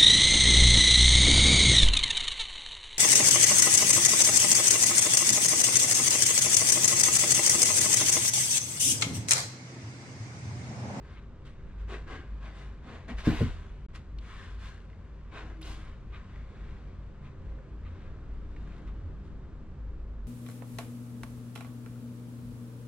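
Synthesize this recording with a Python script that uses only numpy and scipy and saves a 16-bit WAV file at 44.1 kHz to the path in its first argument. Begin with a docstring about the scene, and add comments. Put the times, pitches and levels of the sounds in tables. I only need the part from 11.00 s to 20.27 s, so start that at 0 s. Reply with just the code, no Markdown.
"""A small room, close to a deep plastic tub of fine litter with two cats moving about in it.
Paws crunch and sweep the granules, which patter and tick on the plastic; bodies rub on the tub.
The kitten flops over and thumps the tub twice, ringing its modes; the big cat turns and settles.
A low rumble and hum fill the room. The sound cuts out for an instant just before three seconds."""
import sys
import numpy as np
from scipy import signal
from scipy.fft import rfft, irfft, next_fast_len
from scipy.io import wavfile
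from scipy.ndimage import uniform_filter1d, map_coordinates

SR = 44100
rng = np.random.default_rng(int(sys.argv[2]) if len(sys.argv) > 2 else 0)


def file_out(sig):
    """Save sig as 16-bit WAV at sys.argv[1]."""
    # one column per channel
    cols = np.atleast_2d(sig).T
    # limit, then scale
    lim = np.clip(cols, -1, 1)
    pcm = np.round(lim * 32767).astype(np.int16)
    wavfile.write(sys.argv[1], SR, pcm)


N = 408807


def amp(db):
    """Decibels to gain."""
    return 10 ** (np.asarray(db) / 20)


def unit(x):
    """Scale to rms 1."""
    return x / np.sqrt(np.mean(x ** 2) + 1e-20)


def at_hz(points, hz):
    """Read (freq_hz, value) points on a log axis."""
    freq_hz, values = np.transpose(points)
    return np.interp(np.log(hz + 1), np.log(freq_hz + 1), values)


def spectrum(points):
    """Gain as a function of frequency, from (freq_hz, gain_db) points."""
    return lambda hz: amp(at_hz(points, hz))


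def curve(points):
    """One value per sample, from (time_s, value) points."""
    return np.interp(np.arange(N) / SR, *np.transpose(points))


def wobble(rate_hz):
    """Smooth random curve, rate_hz knots a second."""
    knots = rng.standard_normal(int(N * rate_hz / SR) + 4)
    return map_coordinates(knots, [np.arange(N) * rate_hz / SR])


def noise_pair():
    """Two independent white noises."""
    return rng.standard_normal((2, N))


def filtered(x, response):
    """Apply a complex frequency response."""
    size = next_fast_len(N + SR // 2)
    return irfft(rfft(x, size) * response(np.fft.rfftfreq(size, 1 / SR)), size)[..., :N]


def resonances(modes, hz):
    """Causal response of (centre_hz, width_hz, gain_db) resonances."""
    return sum(amp(db) * 1j * hz * width / (centre ** 2 - hz ** 2 + 1j * hz * width)
               for centre, width, db in modes)


def add(track, start_s, sound):
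    """Mix a sound in at start_s."""
    start = round(start_s * SR)
    part = track[..., start:start + sound.shape[-1]]
    part += sound[..., :part.shape[-1]]


# Left-right likeness: freq_hz, coherence
COHERENCE = [(60, .98), (300, .9), (600, .87), (2000, .88), (4000, .68), (9000, .2)]
def spread(pair, colour):
    """Two independent signals to coloured stereo, mid at rms 1: bass alike, treble apart."""
    def response(hz):
        angle = np.arccos(np.clip(at_hz(COHERENCE, hz), -1, 1)) / 2
        return colour(hz) * np.array([np.cos(angle), np.sin(angle)])
    mid, side = filtered(pair, response)
    return np.array([mid + side, mid - side]) / (np.std(mid) + 1e-20)


# Rumble envelope: time_s, level_db
RUMBLE_LEVEL = [(0, -47.5), (0.8, -43.5), (1.87, -47.5), (2.2, -37.5), (2.42, -36.5), (2.87, -45.5),
                (3.5, -46), (3.97, -50), (5.2, -42.5), (5.95, -46), (7.4, -40.5), (8.78, -40.5),
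                (9.27, -39)]
# Rumble spectrum: freq_hz, gain_db
RUMBLE_SPECTRUM = [(12, -22.5), (20, 2), (28, -11.5), (36, -14), (44, -2), (52, 1.5), (58, -3), (66, -22),
                   (100, -36.5), (400, -112)]
# Air envelope: time_s, level_db
AIR_LEVEL = [(0.0, -47.5), (4, -48.5), (8.0, -45), (9.27, -47)]
# Air spectrum: freq_hz, gain_db
AIR_SPECTRUM = [(60, -7.5), (120, -19), (170, -21.5), (225, -25.5), (280, -32), (400, -30.5), (520, -32.5),
                (760, -40), (1150, -38), (1500, -42), (2300, -50.5), (4000, -57), (8000, -67.5),
                (11000, -104)]
# Standing waves of room and tub: centre_hz, width_hz, gain_db
STANDING_WAVES = [(86.2, 6.9, 6), (106.4, 6.5, -6), (138.1, 10, 3.5), (191, 15, 0), (237.3, 14, 2),
                  (305.8, 9.7, 7), (387, 13, 3), (525.5, 8, 0)]
def room_noise(throb_db=2.3, throb_hz=9):
    """A throbbing low rumble and a dull rush of air, coloured by standing waves."""
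    def boxy(hz):
        low_cut = 1 / (1 + (58 / (hz + 1)) ** 6)
        return amp(at_hz(AIR_SPECTRUM, hz)) * (1 + resonances(STANDING_WAVES, hz)) * low_cut
    rumble = spread(noise_pair(), spectrum(RUMBLE_SPECTRUM))
    slow_swell = np.sqrt(np.abs(uniform_filter1d(rumble[0] ** 2, size=9000)) + 0.44)
    air = amp(curve(AIR_LEVEL)) * spread(noise_pair(), boxy)
    rumble_db = curve(RUMBLE_LEVEL) + 0.4 + throb_db * wobble(throb_hz)
    return amp(rumble_db) * rumble / slow_swell + air


# Hum envelope: time_s, level_db
HUM_LEVEL = [(0, -46), (.42, -55), (.8, -37), (1.3, -40), (1.7, -42.5), (1.88, -59), (2.15, -44),
             (2.87, -52.5), (3.15, -44), (3.9, -52), (5.2, -47.5), (8.75, -55.5), (9.04, -34), (9.27, -42)]
def room_hum(pitch_hz=51.76, wander=0.013, waver_db=3.2, waver_hz=9):
    """A deep hum comes and goes, wavering in level at a nearly steady pitch."""
    level_db = curve(HUM_LEVEL) + waver_db * wobble(waver_hz)
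    phase = 2 * np.pi * np.cumsum(pitch_hz * (1 + wander * wobble(3))) / SR
    return amp(level_db) * np.sqrt(2) * np.sin(phase)


# Room decay: freq_hz, t60_s
ROOM_DECAY = [(60, 0.24), (300, 0.06), (2000, 0.22), (10000, 0.073)]
def room_echo(x):
    """Wall reflections: a noise tail in which each frequency dies at its own rate."""
    hz, t, bins = signal.stft(rng.standard_normal((2, SR // 2)), SR, nperseg=256)
    decay = amp(-60 * t / at_hz(ROOM_DECAY, hz)[:, None])
    tail = signal.istft(bins * decay, SR, nperseg=256)[1]
    return signal.fftconvolve(x, tail / np.linalg.norm(tail[0]), axes=1)[:, :N]


# Rough hums: start_s, end_s, pitch_hz, level_db, width_hz
ROUGH_HUMS = [(0.89, 0.993, 371.6, -46.5, 160), (1.053, 1.256, 288, -52, 170),
              (1.865, 2.014, 252, -52.5, 100), (2.07, 2.14, 240.6, -41.5, 150), (4.346, 4.88, 318, -55, 45),
              (6.13, 6.376, 134.7, -53, 12), (6.402, 6.636, 535, -57.5, 53),
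              (6.597, 9.1, 270.3, -59.5, 192), (8.01, 8.177, 82, -44, 9.6)]
def rough_hums(pitch_sag=0.035):
    """Rough hums that swell and sag: rubs on the tub and low swells of room drone."""
    hum, t = np.zeros(N), np.arange(N) / SR
    for start_s, end_s, pitch_hz, level_db, width_hz in ROUGH_HUMS:
        progress = np.clip((t - start_s) / (end_s - start_s), 0, 1)
        swell = np.sqrt(np.abs(np.sin(np.pi * progress)))
        cycles = np.cumsum(pitch_hz * (1 + pitch_sag * (0.5 - progress))) / SR
        roughness = 1 + wobble(width_hz) + 1j * wobble(width_hz)
        tone = unit(np.real(roughness * np.exp(2j * np.pi * cycles)))
        hum += amp(level_db) * swell * tone
    return hum


def grains(rate_hz, scatter_db):
    """Granule collisions: random impulses of varying size, two channels, rms 1."""
    hit = rng.random(N) < rate_hz / SR
    size = amp(scatter_db * np.clip(rng.standard_normal(N), -2, 2))
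    return unit(hit * size * noise_pair() / np.sqrt(rate_hz))


# Scuffs low in the tub: peak_s, level_db, half_width_s
SCUFF_SWELLS = [(0.174, -59, 0.045), (0.475, -68, .025), (0.944, -48, .03), (1.118, -58, 0.032),
                (1.463, -57, 0.02), (4.375, -50.5, 0.063), (5.151, -53, 0.038), (6.268, -62.5, 0.039),
                (6.87, -59.5, 0.029), (7.046, -68, .06), (7.73, -62, .03), (7.89, -63, 0.028)]
# Resonances between the walls: centre_hz, width_hz, gain_db
RASP_MODES = [(1232, 67, 17), (1555, 74, 9.5), (2060, 410, 7), (2410, 200, 3), (3050, 250, -5.5),
              (3700, 400, -6)]
def scuffs():
    """Quick gritty scuffs swell and fade through the narrow resonances between the walls."""
    def rasp(hz):
        return resonances(RASP_MODES, hz) / (1 + (hz / 4200) ** 16) / (1 + (900 / (hz + 1)) ** 6)
    t = np.arange(N) / SR
    swell = sum(amp(level_db) * np.exp(-2 * ((t - peak_s) / half_width_s) ** 2)
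                for peak_s, level_db, half_width_s in SCUFF_SWELLS)
    return swell * spread(grains(2500, scatter_db=2.5) + 0.66 * noise_pair(), rasp)


# Hard contacts: start_s, level_db, pitch_hz, t60_s
WALL_TICKS = [(2.183, -42, 2200, .03), (2.952, -46, 2600, .03), (3.186, -43, 3900, .018),
              (3.777, -49, 1900, .02), (3.899, -50, 2200, .022), (3.93, -55, 2400, .025),
              (4.616, -54, 11000, .04), (4.618, -48, 3400, .04), (4.627, -47.5, 4200, .04),
              (5.359, -48.5, 2200, .022), (5.766, -54, 2000, .02), (6.587, -54, 1900, .02),
              (7.563, -52, 2300, .05), (7.673, -47, 1800, .02), (7.876, -59, 2800, .04)]
def wall_ticks():
    """A claw or single granule hits the plastic: a tiny burst in a broad wall resonance."""
    track, t = np.zeros(N), np.arange(SR // 16) / SR
    for start_s, level_db, pitch_hz, t60_s in WALL_TICKS:
        band = signal.butter(1, [pitch_hz / 1.5, pitch_hz * 1.04], "band", fs=SR, output="sos")
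        ring = unit(signal.sosfilt(np.vstack([band, band]), rng.standard_normal(len(t))))
        add(track, start_s, ring * amp(level_db - 60 * t / t60_s))
    return np.array([track, track])


# Granule showers: start_s, level_db, t60_s
SHOWERS = [(.452, -70, 0.11), (2.081, -56.5, 0.063), (2.184, -49, 0.086), (2.255, -44, 0.22),
           (2.949, -50, 0.064), (2.958, -52, 0.044), (4.613, -54.5, 0.1), (7.868, -65, 0.16)]
def flicks(attack_s=0.0004):
    """Loose granules, flicked against the wall, patter on the plastic."""
    envelope, t = np.zeros(N), np.arange(SR // 4) / SR
    for start_s, level_db, t60_s in SHOWERS:
        add(envelope, start_s, amp(level_db - 60 * t / t60_s) * (1 - np.exp(-t / attack_s)))
    patter = spectrum([(500, -26), (1300, 4), (2800, -2.5), (5000, -6), (9000, -19), (15000, -40.5)])
    return envelope * spread(grains(5600, scatter_db=5), patter)


def stroke(t, length_s, attack_share=0.74, trickle_db=-15.5, trickle_t60_s=1.4):
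    """Envelope of one push: press in, hold, then the litter settles and trickles."""
    press = np.sin(np.pi / 2 * np.clip(t / (attack_share * length_s), 0, 1)) ** 1.05
    after_s = np.maximum(t - length_s, 0)
    settle_t60_s = 0.099 + 3.26 * length_s
    settle = amp(-60 * after_s / settle_t60_s)
    trickle = amp(trickle_db - 60 * after_s / trickle_t60_s)
    return press * np.hypot(settle, trickle)


# Fur brushing the litter: time_s, crunch_db
FUR_LEVEL = [(0, -80), (.7, -69), (2, -69.5), (2.9, -70.5), (4.2, -68), (5.05, -73), (6, -72.5), (7.3, -72),
             (7.9, -74.5), (8.3, -81)]
# Paw or flank pushes: start_s, length_s, crunch_db, spray_re_crunch_db, weight_re_crunch_db
PUSHES = [ (0.0, 0.14, -61, -17, 1), (0.443, 0.036, -58.5, -11, -7), (0.764, 0.058, -63, -16.5, -14),
          (0.872, 0.073, -48, -17.5, 3), (1.054, 0.096, -48.5, -30, 1), (1.398, 0.086, -54.5, -21, 0),
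          (1.517, 0.11, -56, -12.5, -0.5), (1.821, 0.14, -54, -21, 6), (2.075, 0.035, -47, -20, 4),
          (2.164, 0.045, -48.5, -11.5, -2), (2.227, 0.079, -42.5, -11, 1.5), (2.282, .14, -44.5, -11, -1),
          (2.499, 0.17, -62.5, -26, 0), (2.93, 0.039, -56, -11, -15), (3.181, 0.26, -53.5, -14, -13),
          (3.576, 0.11, -53.5, -10.5, -23), (4.306, 0.099, -50.5, -23.5, 3), (4.439, 0.068, -61, -18, 7),
          (4.605, 0.11, -51.5, -6, -2), (4.723, 0.16, -60.5, -17, -3), (5.112, 0.07, -58.5, -30, -1),
          (5.175, 0.23, -62, -29, -7), (5.409, 0.32, -62, -22, -2), (6.213, 0.061, -63.5, -21, -11),
          (6.345, 0.21, -69, -24, -6), (6.796, 0.24, -64.5, -29, -3), (7.208, 0.23, -72, -31, -19),
          (7.459, 0.32, -65, -15, 2), (8.223, 0.06, -76, -3.5, -9)]
def stirring(fur_spray_db=-21.5, fur_weight_db=-7.5, swing_db=2.5):
    """Fur and pushes add in power; returns crunch dB, then spray and weight dB relative to it."""
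    t = np.arange(2 * SR) / SR
    fur = amp(curve(FUR_LEVEL) + swing_db * wobble(4.03))
    power = (amp([[0], [fur_spray_db], [fur_weight_db]]) * fur) ** 2
    for start_s, length_s, crunch_db, spray_db, weight_db in PUSHES:
        gains = amp(crunch_db) * amp([[0], [spray_db], [weight_db]])
        add(power, start_s, (gains * stroke(t, length_s)) ** 2)
    crunch_db, spray_db, weight_db = 10 * np.log10(power)
    return crunch_db, spray_db - crunch_db, weight_db - crunch_db


def shifting_colour(x, depth_db):
    """Random spectral peaks and dips shift as the paws move about the tub."""
    bins = signal.stft(x, nperseg=1024)[2]
    field = uniform_filter1d(rng.standard_normal(bins.shape[1:]), size=4, axis=0)
    field = uniform_filter1d(field, size=12, axis=1)
    gain = unit(amp(depth_db * unit(field)))
    return signal.istft(bins * gain, nperseg=1024)[1][:, :N]


def tub_floor(hz):
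    """Response of the floor panel to scraping."""
    modes = [(246, 9, 7.5), (336, 9.8, 3.5), (436, 160, -0.5), (645, 84, -8), (770, 140, -23)]
    return resonances(modes, hz) * hz / (hz + 200) / (1 + (hz / 1500) ** 4)


# Grinding granules: freq_hz, gain_db
CRUNCH_SPECTRUM = [(300, -32), (600, -10), (860, -9), (1100, -1.5), (1600, -2.5), (2300, -6), (3800, -15.5),
                   (5200, -21.5), (7500, -27.5), (10000, -42.5), (12500, -63), (15500, -80)]
# Air resonances in the tub: centre_hz, width_hz, gain_db
CAVITY_MODES = [(1034, 57, -0.5), (1532, 110, -8), (2060, 46, -15), (2480, 29, -16.5), (3000, 30, -11),
                (3630, 290, -9.5)]
# Thrown granules: freq_hz, gain_db
SPRAY_SPECTRUM = [(1800, -10.5), (2900, 7), (4200, 1), (6000, -6), (8000, -9.5), (10500, -18.5),
                  (13000, -30.5), (15600, -44)]
# Fizz of the briskest sweeps: freq_hz, gain_db
FIZZ_SPECTRUM = [(7500, -30), (10500, 0), (13000, -1), (15500, -6), (17000, -60)]
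def litter(fizz_db=-14, fizz_onset_db=-56):
    """Paws grind and throw granules: faster movement makes more collisions, weight scrapes the floor."""
    def hollow(hz):
        return amp(at_hz(CRUNCH_SPECTRUM, hz)) * (1 + resonances(CAVITY_MODES, hz))
    crunch_db, spray_db, weight_db = stirring()
    rate_hz = 4200 * amp(0.75 * (crunch_db + 53))
    level = amp(crunch_db + 0.15 * wobble(110))  # the bed gives way in small slips
    coarse = grains(rate_hz, scatter_db=0) + 1.26 * noise_pair()
    pressed = 1 / np.sqrt(1 + amp(spray_db + 5.5) ** 2)  # light sweeps throw more, grind less
    crunch = amp(1.15) * pressed * spread(coarse, hollow)
    fine = grains(2 * rate_hz, scatter_db=7.5) + noise_pair()
    spray = amp(spray_db + 4.5) * spread(fine, spectrum(SPRAY_SPECTRUM))
    brisk = 1 / (1 + amp(fizz_onset_db - crunch_db - spray_db) ** 2)
    finest = grains(2 * rate_hz, scatter_db=5.5) + noise_pair()
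    fizz = brisk * amp(spray_db + fizz_db) * spread(finest, spectrum(FIZZ_SPECTRUM))
    scrape = amp(weight_db - 3.5) * spread(noise_pair(), tub_floor)
    return level * shifting_colour(crunch + spray + fizz + scrape, depth_db=1.7)


# Body against the tub: start_s, ring_db, contact_corner_hz, knock_hz, knock_db
BODY_BLOWS = [(2.2722, -14.5, 236, 271.3, -8.5), (2.2853, -28, 186, 276, -10.5),
              (2.3166, -37, 302, 286, -25), (2.3301, -42, 333, 304, -22), (2.4042, -26, 418, 578, -29),
              (2.4128, -13.5, 128, 434, -22.5), (2.4257, -27, 188, 232, -16.5),
              (2.4562, -22.5, 125, 223, -24)]
# Tub modes: pitch_hz, level_db, t60_s
TUB_MODES = [(39.1, -9, 0.63), (80.4, -13, 0.56), (106.7, -3, .14), (144, 1.9, 0.072), (176.7, -5.5, 0.19),
             (244, -4, .2), (307, -13.5, 0.24), (330, -23, 0.3), (380, -3.5, .11), (418, -3.5, 0.14),
             (530, -12, .16), (630, -29, 0.12)]
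def thumps(ring_attack_s=0.0024, knock_attack_s=0.003, knock_t60_s=0.06, low_cut_hz=35):
    """A soft body lands: the struck spot knocks and the tub rings, its high modes more if hit firmly."""
    tub, t = np.zeros(N), np.arange(SR // 2) / SR
    mode_hz, mode_db, t60_s = np.transpose(TUB_MODES)[:, :, None]
    for start_s, ring_db, corner_hz, knock_hz, knock_db in BODY_BLOWS:
        scatter_db = rng.standard_normal(mode_db.shape)
        contact = 1 / np.sqrt(1 + (mode_hz / corner_hz) ** 4)
        modes = contact * amp(mode_db + scatter_db - 60 * t / t60_s) * np.sin(2 * np.pi * mode_hz * t)
        add(tub, start_s, amp(ring_db + 1) * modes.sum(axis=0) * (1 - np.exp(-t / ring_attack_s)))
        knock = amp(knock_db - 60 * t / knock_t60_s) * np.sin(2 * np.pi * knock_hz * t)
        add(tub, start_s, knock * (1 - np.exp(-t / knock_attack_s)))
    radiation = signal.butter(2, low_cut_hz, "high", fs=SR, output="sos")
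    tub = signal.sosfilt(radiation, tub)
    return np.array([tub, tub])


# Stereo balance: freq_hz, left_minus_right_db
BALANCE = [(60, .7), (250, .4), (1000, .9), (2400, 2.8), (4000, 1.5), (5500, -2), (8500, -7), (14000, -7)]
def stereo_placement(hz, lag_s=2.4 / SR):
    """Left and right responses: sound reaches the right first, with more top treble."""
    side = np.array([[1], [-1]])
    return amp(side * at_hz(BALANCE, hz) / 2) * np.exp(-1j * np.pi * hz * side * lag_s)


def scene():
    """Litter, thumps and rough hums with their echo, over the room's rumble and hum."""
    granules = litter() + flicks() + wall_ticks() + scuffs()
    lows = thumps() + rough_hums()
    echo = amp(-16) * room_echo(granules) + amp(-14) * room_echo(lows)
    return filtered(granules + lows + echo + room_noise() + room_hum(), stereo_placement)


def record(dry, gap_start_s=2.864, gap_end_s=2.885, top_hz=15750):
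    """The sound drops out for an instant; nothing above top_hz is kept."""
    t = np.arange(N) / SR
    gate = uniform_filter1d(1.0 * ((t < gap_start_s) | (t > gap_end_s)), size=48)
    soft_ends = signal.windows.tukey(N, 0.001)
    return filtered(dry * gate * soft_ends, lambda hz: hz < top_hz)


dry = scene()
out = record(dry)
file_out(out)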